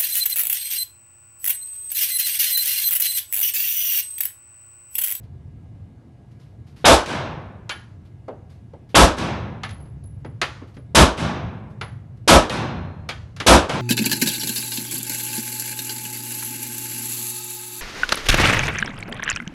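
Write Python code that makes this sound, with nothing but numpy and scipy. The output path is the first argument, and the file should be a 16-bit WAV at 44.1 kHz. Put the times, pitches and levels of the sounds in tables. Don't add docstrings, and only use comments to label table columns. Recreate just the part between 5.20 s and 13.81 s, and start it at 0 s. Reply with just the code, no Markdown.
import sys
import numpy as np
from scipy import signal
from scipy.fft import rfft, irfft
from scipy.io import wavfile
from scipy.ndimage import uniform_filter1d

SR = 44100
rng = np.random.default_rng(int(sys.argv[2]) if len(sys.argv) > 2 else 0)


def store_pcm(level_fs):
    pcm = np.round(np.clip(level_fs, -1, 1) * 32767).astype(np.int16)
    wavfile.write(sys.argv[1], SR, np.atleast_2d(pcm).T)


N = 379701

# (time [s], bass [dB], booth ring [dB], thump [dB], roar hold [s], treble lag [s], steel [dB])
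SHOTS = [(1.6433, -6.5, -9, -14, 0.092, 0.009, -51), (3.7449, -1, -11, -4.5, 0.091, 0.0063, -50),
         (5.7478, 0, -16, -2.5, 0.08, 0.00029, -58), (7.0762, -1, -9.5, -10, 0.088, 0.00027, -37),
         (8.2639, -1, -10, -14, 0.09, 0.00013, -49)]
# (frequency [Hz], booth level [dB], booth t60 [s], hall level [dB], hall t60 [s])
BLAST_BANDS = [(53, -6.5, 0.34, -58, 0.5), (111, -15.5, 0.18, 2.5, 1.63), (259, -4.5, 0.29, -0.5, 1.05),
               (443, -15, 0.51, -8, 1.18), (715, -7.5, 0.33, -2, 1.1), (1230, -7.5, 0.42, -2.5, 0.95),
               (1884, -14, 0.28, -8, 0.95), (2840, -9, 0.33, -5.5, 0.75), (4230, -9.5, 0.28, -7, 0.58),
               (6780, -14.5, 0.25, -14.5, 0.44), (8250, -13, 0.22, -10.5, 0.31),
               (11930, -14.5, 0.096, -38, 0.073)]
# (frequency [Hz], width [Hz], level [dB])
BOOTH_MODES = [(290, 31, -8), (325, 25, -4), (388, 20, -13.5), (533, 80, -2.5), (657, 120, -2.5),
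               (934, 51, -9.5), (980, 30, -10.5), (1290, 17, -1)]
# (frequency [Hz], level [dB], t60 [s])
BAFFLE_MODES = [(4165, -7, 1.1), (4178, -12, .9)]
# (time [s], clack [dB], thud [dB], tilt [dB/octave], brass [dB], surface pitch [ratio], panel ring [dB])
KNOCKS = [(1.8594, -42.5, -47, 4.5, -64, 1.15, -12), (2.4932, -30.5, -46, 0.5, -40, 1.05, 2.5),
          (3.0808, -53, -30, -6, -77.5, 0.98, -0.5), (3.5341, -64, -39.5, -3.5, -81, 0.73, -5.5),
          (3.9841, -43, -45, 5, -57, 0.92, -3), (4.4336, -33.5, -61, -1.5, -47, 1.27, -0.5),
          (4.4914, -49, -63, 1.5, -67, 1.17, -11), (4.5064, -54, -62, 3, -45.5, 1.2, -10),
          (4.5967, -65, -51, -4, -48.5, 1.01, -3), (4.655, -64, -54, -3, -59, 0.72, -8),
          (4.8375, -84, -56, 11, -46, 0.94, -7.5), (5.0468, -46.5, -32, -6, -58, 0.61, -8),
          (5.2151, -22.5, -30.5, 0.5, -48, 0.85, -5), (5.4154, -54.5, -38, -10.5, -86.5, 0.5, -4),
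          (5.5664, -55.5, -40, -1.5, -60, 0.5, -2.5), (5.9763, -43, -48, 1.5, -46, 0.97, 7),
          (6.6114, -32, -51.5, -3.5, -43.5, 1.13, -13), (7.2955, -38, -30, 4, -40, 0.86, 7.5),
          (7.8892, -31.5, -39, 1.5, -61, 1.1, -3), (8.1636, -51.5, -51, 4.5, -58, 1.7, -6),
          (8.2005, -30, -32.5, 0.5, -48, 0.53, -12), (8.4941, -30.5, -27.5, 0.5, -47, 1, 0)]
# (frequency [Hz], level [dB])
CLACK_SPECTRUM = [(280, -29.5), (650, -8.5), (1500, 0.5), (3300, -0.5), (5200, -9), (7500, -19.5),
                  (10500, -20)]
# (frequency [Hz], level [dB])
THUD_SPECTRUM = [(200, -5.5), (400, -3.5), (650, 1), (900, -3.5), (1300, -21), (3300, -32), (10500, -50.5)]
# (frequency [Hz], t60 [s])
CLATTER_DECAY = [(200, 0.26), (800, 0.18), (2500, 0.13), (6000, 0.12), (11000, 0.17)]
# (frequency [Hz], t60 [s])
ROOM_DECAY = [(200, 0.56), (1000, 0.66), (3000, 0.4), (6000, 0.55), (11000, 0.44)]
# (frequency [Hz], level [dB], t60 [s])
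PANEL_MODES = [(600, -2, .2), (790, -2, .15), (1070, -3, .1), (1370, -2, .3), (1570, -2, .3),
               (1700, -4, .25), (2170, 0, .2), (2680, -2, .2), (2945, -1, .25), (3290, -3, .18),
               (3680, -3, .15), (4310, -3, .18)]
# (time [s], level [dB], t60 [s])
RUSTLES = [(.03, -60, 0.16), (1.11, -63, 0.22), (1.195, -59.5, 0.47), (1.465, -59.5, 0.46), (1.56, -54, 1),
           (2.85, -61.5, 0.22), (3.295, -58, 0.37), (3.69, -55.5, 0.33), (5.0, -69.5, 0.13),
           (5.47, -61, 0.32), (5.54, -55.5, 0.14), (6.5, -61, 0.16), (6.97, -59, 0.075)]
# (frequency [Hz], level [dB])
CLOTH_SPECTRUM = [(300, -36.5), (1000, 0.5), (2500, 0.5), (4500, -1), (8000, -13), (12000, -11)]
# (frequency [Hz], relative density [dB])
AIR_SPECTRUM = [(12, -52), (20, -22), (92, 0), (111, -3), (124, -22), (167, -21), (218, -23.5), (438, -34),
                (544, -39.5), (692, -38.5), (858, -43.5), (1680, -54), (2200, -53), (2870, -58.5),
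                (12200, -71), (15900, -94), (22000, -120)]
# (frequency [Hz], width [Hz], level [dB])
DUCT_MODES = [(64.7, 32, -7), (97, 40, -0.5), (115, 70, 1.5)]
# (time [s], level [dB])
RUMBLE_LEVELS = [(0.0, -40), (0.6, -39), (0.84, -47), (1.598, -41), (3.548, -44.5), (4.599, -36),
                 (5.15, -36.5), (5.4, -41.5), (6.598, -38.5), (8.61, -37)]
# (frequency [Hz], rms level [dB])
FAN_TONES = [(699.8, -75), (1647, -78.5), (2056, -84.5), (2880, -85), (3704, -91)]

BLAST_GAIN_DB, FRONT_HZ, THUMP_HZ = -7, 505, 63
TREBLE_FADE_DB_PER_S, FADE_CORNER_HZ = 73, 1900
COLLAPSE_DB, COLLAPSE_S = 3, 0.033
RETURN_DELAY_S, RETURN_RISE_S, RETURN_GAIN_DB = 0.22, 0.063, -24.5
BRASS_HZ, BRASS_SPLIT_HZ, BRASS_T60_S = 10950, 25, 0.29
AIR_RMS_DB = -52
DIP_DB, DIP_S = 15, 0.17
SURGE_DB, SURGE_DELAY_S, SURGE_WIDTH_S = -30, 0.503, 0.056
LOW_CUT_HZ, HIGH_CUT_HZ = 38, 12150


def shot(bass_db, ring_db, thump_db, hold_s, lag_s, steel_db):
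    t = np.arange(1 << 16) / SR
    hz, booth_db, booth_t60_s, hall_db, hall_t60_s = np.transpose(BLAST_BANDS)[:, :, None]
    front = amp(BLAST_GAIN_DB + 0.5) * swell(t, 0.00016, 0.015) * np.sin(2 * np.pi * FRONT_HZ * t)
    rise_s = np.clip(10 / hz, 0.003, 0.028)
    fade_db = TREBLE_FADE_DB_PER_S / (1 + (FADE_CORNER_HZ / hz) ** 2.1) * np.minimum(t, hold_s)
    booth = roar(t - lag_s * (hz > 4000), rise_s, hold_s, booth_t60_s)
    booth *= amp(BLAST_GAIN_DB + booth_db - fade_db)
    hall = amp(RETURN_GAIN_DB + hall_db) * swell(t - RETURN_DELAY_S, RETURN_RISE_S, hall_t60_s)
    bass_gain = amp(bass_db * np.clip(np.log2(400 / hz), 0, 1))
    wash = (bass_gain * np.hypot(booth, hall) * noise_bands(hz[:, 0], len(t))).sum(0)
    booth_response = resonances(BOOTH_MODES, np.fft.rfftfreq(len(t), 1 / SR))
    ring = shaped_noise(booth_response, len(t)) * roar(t, 0.028, hold_s, 0.28)
    thump = sine(THUMP_HZ, t) * np.clip(t / hold_s, 0, 1) ** 6.6 * roar(t, 0.01, hold_s + 0.012, 0.01)
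    steel = sum(amp(db) * swell(t - RETURN_DELAY_S, 0.015, t60_s) * sine(mode_hz, t)
                for mode_hz, db, t60_s in BAFFLE_MODES)
    return front + wash + amp(ring_db) * ring + amp(thump_db) * thump + amp(steel_db) * steel


def roar(t, rise_s, hold_s, t60_s):
    after_s = np.maximum(t - hold_s, 0)
    build = 1 - np.exp(-np.maximum(t, 0) / rise_s)
    collapse_db = COLLAPSE_DB * (1.5 - np.exp(-after_s / COLLAPSE_S))
    return build * amp(-collapse_db - 60 * after_s / t60_s)


def knock(clack_db, thud_db, tilt_db_per_oct, brass_db, pitch, panel_db):
    def colour(hz):
        clack = amp(clack_db + lookup(CLACK_SPECTRUM, hz) + tilt_db_per_oct * np.log2(hz / 1500))
        thud = amp(thud_db + lookup(THUD_SPECTRUM, hz / pitch))
        return np.hypot(clack, thud)

    t = np.arange(3 << 13) / SR
    hz = np.array([280, 650, 1000, 1500, 2400, 3600, 5200, 7500, 10500])[:, None]
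    crack = amp(-3) * swell(t, 0.000316, 0.011) * (hz > 1200)
    tick = amp(10) * swell(t, 0.00025, 0.014) * (hz > 4000)
    length = 0.78 + 0.22 / (1 + amp(thud_db - clack_db))
    clatter = swell(t, 0.53 / hz + 0.0012, length * lookup(CLATTER_DECAY, hz)) * (1 + crack + tick)
    room = amp(-16) * swell(t, 0.0067, lookup(ROOM_DECAY, hz))
    panel = np.zeros(len(t))
    for mode_hz, db, t60_s in PANEL_MODES:
        mode = amp(db) * colour(mode_hz * pitch) * swell(t, 0.0056, t60_s) * sine(mode_hz * pitch, t)
        beat = np.cos(2 * np.pi * (rng.uniform(6.7, 11) * t + rng.random()))
        panel += mode * beat
    case_modes = sum(gain * sine(BRASS_HZ + splits * BRASS_SPLIT_HZ, t)
                     for gain, splits in [(0.54, 0), (0.42, 1), (0.35, -2.3)])
    brass = swell(t, 0.0038, BRASS_T60_S) * case_modes
    impact = (colour(hz) * np.hypot(clatter, room) * noise_bands(hz[:, 0], len(t))).sum(0)
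    return impact + amp(panel_db) * panel + amp(brass_db) * brass


def rustle(level_db, t60_s):
    t = np.arange(1 << 14) / SR
    colour = amp(lookup(CLOTH_SPECTRUM, np.fft.rfftfreq(len(t), 1 / SR)))
    return amp(level_db) * shaped_noise(colour, len(t)) * swell(t, 0.0037, t60_s)


def ventilation():
    frames, hz = N // 256 + 5, np.fft.rfftfreq(1024, 1 / SR)[:, None]
    real, imag, patches = rng.standard_normal((frames, 513, 3)).T
    patches_db = 1.2 * unit_rms(uniform_filter1d(uniform_filter1d(patches, 10, axis=0), 14, axis=1))
    spectra = (real + 1j * imag) * amp(lookup(AIR_SPECTRUM, hz) + patches_db) * (hz > 140)
    hiss = signal.istft(spectra, nperseg=1024, noverlap=768)[1][:N]
    return amp(AIR_RMS_DB) * unit_rms(hiss)


def duct_rumble():
    hz = np.fft.rfftfreq(N, 1 / SR)
    colour = amp(-14) * (hz < 160) + resonances(DUCT_MODES, hz)
    colour *= hz ** 3 / (hz ** 3 + 39.0 ** 3)
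    t = np.arange(0, N / SR, 0.005)
    base_db = np.interp(t, *np.transpose(RUMBLE_LEVELS))
    since_shot_s = t - np.array(SHOTS)[:, :1]
    dip_age = np.maximum(since_shot_s, 0) / DIP_S
    dip_db = DIP_DB * (dip_age * np.exp(1 - dip_age) * np.exp(-dip_age ** 4 / 30)).sum(0)
    surge = amp(SURGE_DB) * np.exp(-((since_shot_s - SURGE_DELAY_S) / SURGE_WIDTH_S) ** 2).sum(0)
    envelope = np.hypot(amp(base_db - dip_db), surge)
    return np.interp(np.arange(N) / SR, t, envelope) * shaped_noise(colour, N)


def fan():
    t = np.arange(N) / SR
    hz, db = np.transpose(FAN_TONES)[:, :, None]
    drift_rad = 0.02 * np.cumsum(rng.standard_normal((len(FAN_TONES), N)), axis=1)
    return (np.sqrt(2) * amp(db) * np.sin(2 * np.pi * hz * t + drift_rad)).sum(0)


def amp(db):
    return 10 ** (np.asarray(db) / 20)


def unit_rms(x):
    return x / np.sqrt(np.mean(x ** 2) + 1e-20)


def lookup(table, hz):
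    table_hz, values = np.transpose(table)
    return np.interp(np.log(hz + 1), np.log(table_hz + 1), values)


def sine(hz, t):
    return np.sin(2 * np.pi * (hz * t + rng.random()))


def swell(t, rise_s, t60_s):
    t = np.maximum(t, 0)
    return (1 - np.exp(-t / rise_s)) * amp(-60 * t / t60_s)


def resonances(modes, hz):
    return sum(amp(db) / (1 + ((hz - mode_hz) / (width_hz / 2)) ** 2) for mode_hz, width_hz, db in modes)


def shaped_noise(colour, size):
    return unit_rms(irfft(rfft(rng.standard_normal(size)) * colour, size))


def noise_bands(centres_hz, size):
    hz = np.fft.rfftfreq(size, 1 / SR)
    index = np.arange(len(centres_hz))
    position = np.interp(np.log(hz + 1), np.log(centres_hz), index)
    share = np.clip(1 - abs(position - index[:, None]), 0, 1)
    share[0] *= hz > centres_hz[0] * 0.75
    bands = irfft(rfft(rng.standard_normal(size)) * np.sqrt(share), size)
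    return bands / bands.std(axis=1, keepdims=True)


def scene():
    mix = ventilation() + duct_rumble() + fan()
    for events, source in [(SHOTS, shot), (KNOCKS, knock), (RUSTLES, rustle)]:
        for time_s, *settings in events:
            sound = source(*settings)
            start = round(time_s * SR)
            mix[start:start + len(sound)] += sound[:N - start]
    return mix[None]


def record(dry):
    low_cut = signal.sosfilt(signal.butter(2, LOW_CUT_HZ, "high", fs=SR, output="sos"), dry)
    clipped = low_cut / (1 + low_cut ** 4) ** (1 / 4)
    lowpass = signal.firwin(255, HIGH_CUT_HZ, window=("kaiser", 8), fs=SR)
    return np.clip(signal.oaconvolve(clipped, lowpass[None], "same"), -1, 1)


dry = scene()
out = record(dry)
store_pcm(out)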